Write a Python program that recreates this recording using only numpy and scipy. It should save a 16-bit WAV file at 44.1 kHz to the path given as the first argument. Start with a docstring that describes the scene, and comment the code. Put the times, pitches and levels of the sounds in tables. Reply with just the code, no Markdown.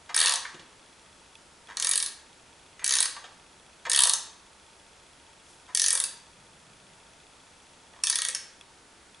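"""Room hiss and the faint ticks of a camera's lens drive open the scene: filtered noise and small ringing steps.
Slack knocks rattle timber and handle, then a ratchet spanner swings back on a nut in a timber frame, six times in all.
At each strike of the pawl head, handle and timber ring as decaying sines, and a bare workshop answers in echoes.
Before the fifth swing a sleeve brushes by as bright noise; after it something far rolls past as low noise."""
import sys
import numpy as np
from scipy import signal
from scipy.io import wavfile

SR = 44100
rng = np.random.default_rng(int(sys.argv[2]) if len(sys.argv) > 2 else 0)


def dump(signal):
    """Clip the signal to [-1, 1] and save it as 16-bit WAV at the path in sys.argv[1]."""
    limited = np.clip(np.atleast_2d(signal).T, -1, 1)
    pcm = np.round(limited * 32767).astype(np.int16)
    wavfile.write(sys.argv[1], SR, pcm)


N = 405719

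# Room and microphone hiss, relative colour: pitch_hz, level_db (per Hz)
HISS_COLOUR = [(12, -30), (20, -10.5), (92, -8.5), (178, -6.5), (294, -7), (354, -6.5), (915, -8),
               (1020, -9.5), (3330, -13), (10900, -18), (14200, -48.5), (22000, -120)]
# Fan bands that lift the hiss: pitch_hz, width_hz, lift_db
FAN_BANDS = [(64, 12, 7), (914, 36, 6.5), (1370, 230, 2.5)]
# How alike left and right hiss are: pitch_hz, likeness (0 to 1)
HISS_LIKENESS = [(60, 1), (220, 0.89), (840, 0.66), (3120, 0.73), (11600, 0.91)]
# Resonances of the lens drive: pitch_hz, level_db (relative), t60_s
LENS_MODES = [(3370, -4.5, 0.029), (2585, -8, 0.026), (5900, -5.5, .005), (9900, -5.5, 0.0043)]
# When the lens drive runs: start_s, end_s
LENS_RUNS = [(0, 1.34), (1.68, 8.6), (9.15, 9.2)]
# Jolts as the drive stops and starts: start_s, level_db
LENS_JOLTS = [(1.354, -47), (1.672, -51), (8.611, -45.5), (9.146, -51)]
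# Slack taken up or the frame settling, before fades: start_s, timber_db, timber_hz (centre), handle_db,
# length_s (of the rattle, nominal)
KNOCKS = [(.093, -38.5, 1170, -45.5, 0.017), (0.45, -38.5, 1510, -51, .004),
          (0.544, -48.5, 195, -51.5, 0.0099), (.595, -53, 228, -50.5, .01), (1.686, -40, 1230, -47.5, .035),
          (2.794, -47, 1600, -50, 0.0067), (2.816, -42, 1430, -54.5, 0.023),
          (3.165, -44, 1230, -48.5, 0.0045), (3.241, -46, 1000, -46.5, .015),
          (3.852, -37.5, 1720, -43.5, 0.00798), (3.865, -36.5, 1040, -44, 0.0064),
          (5.68, -46.5, 1140, -55, .03), (5.912, -45.5, 504, -72, 0.065), (7.901, -48, 990, -56, 0.092)]
# Resonances of the timber frame: pitch_hz (nominal), level_db (relative), t60_s
TIMBER_MODES = [(250, 6.5, 0.012), (520.5, 1.5, 0.063), (717, 3.5, 0.018), (949, 0.5, 0.035),
                (1119, -7.5, 0.094), (1309, -5, 0.037), (1676, 2, 0.034), (1889, 1.5, 0.048),
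                (2278, -4, 0.081)]
# Resonances of the spanner handle: pitch_hz (nominal), level_db (relative), t60_s
HANDLE_MODES = [(2614, -3.5, 0.024), (2953, -1, 0.021), (3318, 3, 0.012), (3716, 0, 0.016),
                (4180, 0, 0.0097), (4580, -4.5, 0.024), (5076, 0, 0.005), (5350, 0.5, 0.0093),
                (5874, 0, 0.0084), (6384, 8.5, 0.0082), (7190, 1, 0.012)]
# Resonances of the ratchet head: pitch_hz (nominal), level_db (relative), t60_s
HEAD_MODES = [(7480, -9.5, 0.029), (8400, -1, 0.0064), (8800, -2, 0.0053), (9390, -2.5, 0.0065),
              (9806, -1, 0.0078), (10470, -0.5, 0.0042), (10300, -2.5, 0.002)]
# Early echoes off beams, floor and ceiling: delay_s, level_db (relative to the direct sound)
ECHOES = [(.0036, -8), (.006, -16.5), (.013, -14), (.02, -15.5)]
# How long the workshop rings: pitch_hz, t60_s
ROOM_DECAY = [(300, 0.46), (900, 0.77), (2800, 0.53), (7000, 0.45), (11000, 0.27)]
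# Pawl strikes, one row each; close pairs in the first swing are bounces: start_s, head_db, handle_db
STRIKES = [(0.1442, -41, -26.5), (.1466, -28, -52), (.161, -38, -34), (0.1645, -19, -30), (.176, -39, -25),
           (0.1778, -29, -29), (0.1897, -23, -26.5), (0.2023, -20.5, -23.5), (.214, -23, -21),
           (0.2266, -28, -26), (0.238, -26, -30), (0.2484, -28.5, -29), (.259, -23, -21.5),
           (0.2699, -30, -21.5), (.2809, -26, -27.5), (0.2945, -25.5, -24), (.3098, -34, -32),
           (0.3223, -28.5, -27.5), (0.3381, -26.5, -27.5), (0.3572, -31, -29), (1.7703, -34.5, -28.5),
           (1.799, -32, -27), (1.8242, -28, -26.5), (1.8466, -24, -27), (1.8699, -25.5, -25.5),
           (1.892, -21.5, -34.5), (1.913, -21, -26), (1.935, -27, -26), (1.9569, -21.5, -28.5),
           (1.977, -21.5, -28), (2.001, -33, -29.5), (2.0263, -25, -31), (2.062, -30, -33),
           (2.8435, -25, -26.5), (2.863, -27.5, -29), (2.8778, -25.5, -27.5), (2.8931, -28.5, -25.5),
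           (2.9081, -28, -23.5), (2.923, -25.5, -22.5), (2.9376, -24, -25), (2.9538, -23, -25),
           (2.9676, -26, -30), (2.986, -28, -23.5), (3.0044, -19, -25.5), (3.0275, -22, -26.5),
           (3.056, -28.5, -29.5), (3.8976, -23.5, -28), (3.9164, -24, -23), (3.933, -22.5, -26),
           (3.947, -30.5, -23), (3.9615, -19.5, -24.5), (3.9752, -23.5, -24), (3.9906, -17.5, -19.5),
           (4.0054, -18.5, -23.5), (4.0214, -20, -27.5), (4.036, -16, -19.5), (4.0536, -26, -28.5),
           (4.0723, -22.5, -26.5), (4.0959, -18.5, -23.5), (4.1356, -22.5, -22), (5.7492, -21.5, -24),
           (5.7732, -23.5, -24), (5.7969, -24, -22), (5.818, -22.5, -22), (5.8406, -25, -24.5),
           (5.8622, -23.5, -21.5), (5.883, -21, -25.5), (5.9055, -22, -26), (5.9293, -20, -34),
           (5.9526, -22.5, -28.5), (5.975, -27.5, -32.5), (6.0014, -21.5, -30), (6.0396, -24, -29),
           (8.0368, -23, -22.5), (8.07, -26, -24), (8.0989, -20, -23.5), (8.1266, -36, -27.5),
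           (8.1566, -23.5, -26), (8.187, -29.5, -27.5), (8.219, -26.5, -28), (8.2502, -26.5, -29),
           (8.2863, -26.5, -30), (8.3487, -30, -27)]
# Swings; grip and angle move the centres: start_s, length_s, handle_hz at start, middle and end,
# timber_db (in the middle), timber_hz at start, middle and end
SWINGS = [(.145, 0.19, 4740, 3860, 4700, -31.5, 1750, 1440, 1140),
          (1.77, 0.24, 5070, 5100, 4630, -37.5, 1380, 1740, 1550),
          (2.843, 0.28, 5450, 4530, 4960, -35.5, 1850, 1540, 1200),
          (3.898, 0.22, 5430, 4170, 5170, -33, 1710, 1130, 1070),
          (5.749, 0.25, 5280, 5470, 4840, -36.5, 2180, 1680, 1400),
          (8.037, 0.32, 5000, 4400, 5940, -36, 1400, 1720, 2030)]
# A sleeve brushes, swell and fade: time_s, level_db
SLEEVE_CURVE = [(5.38, -87), (5.502, -55.5), (5.66, -72)]
# Something far rolls by, swell and fade: time_s, level_db
ROLLING_CURVE = [(6.1, -70), (6.794, -63.5), (7.2, -73)]
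# Treble roll-off of the whole mix, a steep slope above 11 kHz: pitch_hz, level_db
TREBLE_EDGE = [(10950, -1.5), (11150, -13), (11500, -27), (12100, -43)]

HISS_DB, HISS_TOP_HZ = -54, 11020
LENS_PER_S, LENS_FIRST_S = 29.972, .0275
CREEP_DB_PER_S = -250  # the longer a rattle, the softer its first blows
TURNS_PER_S = 9  # half-turns of a steady rotation among three random tails: the echo colour keeps shifting
HEAD_HZ, HEAD_SCATTER, HANDLE_SCATTER = 9540, .031, .044  # no two strikes land alike: share of the centre
TIMBER_START_DB, TIMBER_END_DB = -2.5, -4.5  # relative to mid-swing, where the frame shakes most
EDGE_HZ = 12250  # nothing passes above this pitch


def gain_of(db):
    """Turn decibels into an amplitude factor."""
    return 10 ** (np.asarray(db) / 20)


def evened(x):
    """Bring a sound to an rms of one."""
    return x / np.sqrt(np.mean(x ** 2) + 1e-20)


def read(points, hz):
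    """Read a curve between its points, along a logarithmic pitch axis."""
    point_hz, value = np.transpose(points)
    return np.interp(np.log(hz + 1), np.log(point_hz + 1), value)


def add(mix, start_s, sound):
    """Lay a sound into the mix, cut off at the end."""
    part = mix[round(start_s * SR):][:len(sound)]
    part += sound[:len(part)]


def ring(modes, db, centre_hz=None, octaves=.5, spread_db=2.5, detune=.022, rise_turns=1.46,
         most_db=13, in_step=False):
    """One blow: each mode is a close trio of decaying sines, struck a little differently every time."""
    hz, mode_db, t60 = np.transpose(modes * 3)[:, :, None]
    pitch_luck, level_luck, sign_luck = rng.standard_normal((3, len(hz), 1))
    t = np.arange(max(t60.max(), .008) * SR) / SR
    if centre_hz:  # modes far from the centre are driven less, by most_db at the limit
        distance = np.log2(hz / centre_hz) / octaves
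        mode_db = mode_db - np.minimum(6 * distance ** 2, most_db)
    # The contact lasts a moment, so no bass thud leaves the steel
    rise = 1 - np.exp(-(hz * t / rise_turns) ** 2)
    # Modes that start in step bunch into one sharp crack
    sign = 1 if in_step else np.sign(sign_luck)
    tones = rise * sign * np.sin(2 * np.pi * hz * (1 + detune * pitch_luck) * t)
    decay = gain_of(mode_db + spread_db * level_luck - 60 * t / t60)
    sound = (decay * tones).sum(axis=0)
    strike_rms = np.sqrt(np.mean(sound[:SR // 125] ** 2))  # db sets the rms of the first 8 ms
    return gain_of(db) * sound / strike_rms


def hiss():
    """Room air and microphone noise: random short-time spectra, partly shared by both channels."""
    frames, hz = N // 512 + 5, np.fft.rfftfreq(2048, 1 / SR)
    a, b, c, d = rng.standard_normal((frames, 1025, 4)).T
    db = read(HISS_COLOUR, hz)
    for fan_hz, width_hz, lift_db in FAN_BANDS:
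        db = db + lift_db * np.exp(-((hz - fan_hz) / width_hz) ** 2)
    likeness = np.clip(read(HISS_LIKENESS, hz), 0, 1)
    apart = np.sqrt((1 - likeness) / 2)[:, None]
    mid = np.sqrt(1 - apart ** 2) * (a + 1j * b)
    side = apart * (c + 1j * d)
    colour = gain_of(db) * (hz < HISS_TOP_HZ)
    spectra = np.array([mid + side, mid - side]) * colour[:, None]
    noise = signal.istft(spectra, nperseg=2048, noverlap=1536)[1][:, :N]
    return gain_of(HISS_DB) * evened(noise)


def lens_drive():
    """The drive steps about 30 times a second, weak and strong in turn, and jolts at each stop or start."""
    out = np.zeros(N)
    ticks = []
    for k, s in enumerate(np.arange(LENS_FIRST_S, N / SR, 1 / LENS_PER_S)):
        if any(on < s < off for on, off in LENS_RUNS):
            ticks.append((s, -64 + 6 * (k % 2)))
    for s, db in ticks + LENS_JOLTS:
        add(out, s, ring(LENS_MODES, db, spread_db=1, detune=.01, rise_turns=.6, in_step=True))
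    return out


def knocks():
    """Play in the socket closes as a short rattle of five blows on timber and handle."""
    out = np.zeros(N)
    for s, timber_db, timber_hz, handle_db, length in KNOCKS:
        for late in np.linspace(0, 1, num=5) ** 1.3:  # the gaps tend to widen
            at = s + late * length * rng.uniform(.85, 1)
            fade_db = -6 * late + CREEP_DB_PER_S * length * (1 - late) ** 4
            timber = ring(TIMBER_MODES, timber_db + fade_db, timber_hz, octaves=.67, detune=.0517,
                          rise_turns=.73, most_db=31)
            handle = ring(HANDLE_MODES, handle_db + fade_db, 3970, octaves=.54, rise_turns=.58, in_step=True)
            add(out, at, timber)
            add(out, at, handle)
    return out


def workshop(x):
    """Single early echoes, then sparse taps of random sign, each band dying at its own speed.
    Walls differ per side, and three such tails take turns."""
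    early, taps = np.zeros(SR // 20), np.zeros((6, SR))
    for delay_s, db in ECHOES:
        early[round(delay_s * SR)] = gain_of(db) * rng.choice([-1, 1])
    # One tap at a random place in every ten samples
    at = np.arange(200, SR - 10, 10) + rng.integers(0, 10, (6, (SR - 201) // 10))
    np.put_along_axis(taps, at, rng.choice([-1., 1.], at.shape), 1)
    hz, t, spectra = signal.stft(taps, SR, nperseg=256)
    decay = gain_of(-60 * t / read(ROOM_DECAY, hz)[:, None])
    walls = signal.istft(spectra * decay, SR, nperseg=256)[1]
    out = np.tile(x + signal.oaconvolve(x, early)[:N], (2, 1))
    turns = TURNS_PER_S * np.arange(N) / SR
    for k, (common, sideways) in enumerate(zip(walls[::2], walls[1::2])):
        share = np.sqrt(2 / 3) * np.cos(np.pi * (turns + k / 3))  # the three powers always sum to one
        stereo = common + np.outer([1, -1], gain_of(-11.5) * sideways)
        tails = gain_of(-5) * stereo / np.linalg.norm(common)
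        out = out + signal.oaconvolve(share * x[None], tails, axes=1)[:, :N]
    return out


def ratchet():
    """The pawl scrapes off the tooth tip and lands; the shock reaches the timber through the loose socket."""
    out, starts = np.zeros(N), np.transpose(SWINGS)[0]
    for s, head_db, handle_db in STRIKES:
        head_luck, handle_luck = rng.standard_normal(2)
        start, length, *swing = SWINGS[np.argmin(abs(starts - s))]
        grip_hz, frame_db, frame_hz = swing[:3], swing[3], swing[4:]
        done = (s - start) / length  # share of the swing
        head_hz = HEAD_HZ * (1 + HEAD_SCATTER * head_luck)
        handle_hz = np.interp(done, [0, .5, 1], grip_hz) * (1 + HANDLE_SCATTER * handle_luck)
        timber_hz = np.interp(done, [0, .5, 1], frame_hz)
        edge_db = TIMBER_START_DB if done < .5 else TIMBER_END_DB
        timber_db = frame_db + edge_db * (2 * done - 1) ** 2

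        scrape = ring(HEAD_MODES, head_db - 12)
        head = ring(HEAD_MODES, head_db, head_hz, octaves=.17, detune=.018, rise_turns=2.77, in_step=True)
        handle = ring(HANDLE_MODES, handle_db, handle_hz, octaves=.44, detune=.029)
        timber = ring(TIMBER_MODES, timber_db, timber_hz, octaves=.64, detune=.03, most_db=16.5)
        add(out, s - .0012, scrape)
        add(out, s, head)
        add(out, s + .0003, handle)
        add(out, s + .0008, timber)
        for late in rng.uniform(.002, .012, size=3):  # the pawl chatters on its spring
            add(out, s + late, ring(HANDLE_MODES, handle_db - 20.5, handle_hz, octaves=.68))
    return out


def passing(curve, low_hz, high_hz):
    """A band of noise that swells and fades along its curve."""
    s, db = np.transpose(curve)
    band_filter = signal.butter(2, [low_hz, high_hz], "bandpass", fs=SR, output="sos")
    band = signal.sosfilt(band_filter, rng.standard_normal(N))
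    level_db = np.interp(np.arange(N) / SR, s, db, -120, -120)
    return evened(band) * gain_of(level_db)


def sleeve():
    """Cloth brushing by is a short swell of bright noise."""
    return passing(SLEEVE_CURVE, 4000, 14000)


def far_rolling():
    """Something far rolling by is a slow swell of low noise."""
    return passing(ROLLING_CURVE, 112, 182)


def scene():
    """Only the knocks and the ratchet excite the workshop echoes."""
    background = hiss() + lens_drive()
    work = workshop(knocks() + ratchet())
    return background + work + sleeve() + far_rolling()


def record(dry):
    """Treble roll-off and band limit of the whole mix, over the converter's faint noise."""
    hz = np.linspace(0, SR / 2, num=2049)
    response = gain_of(read(TREBLE_EDGE, hz)) * (hz < EDGE_HZ)
    colour = signal.firwin2(1023, hz, response, window=("kaiser", 8), fs=SR)
    converter_noise = gain_of(-104) * rng.standard_normal(dry.shape)
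    return signal.oaconvolve(dry, colour[None], "same") + converter_noise


dry = scene()
out = record(dry)
dump(out)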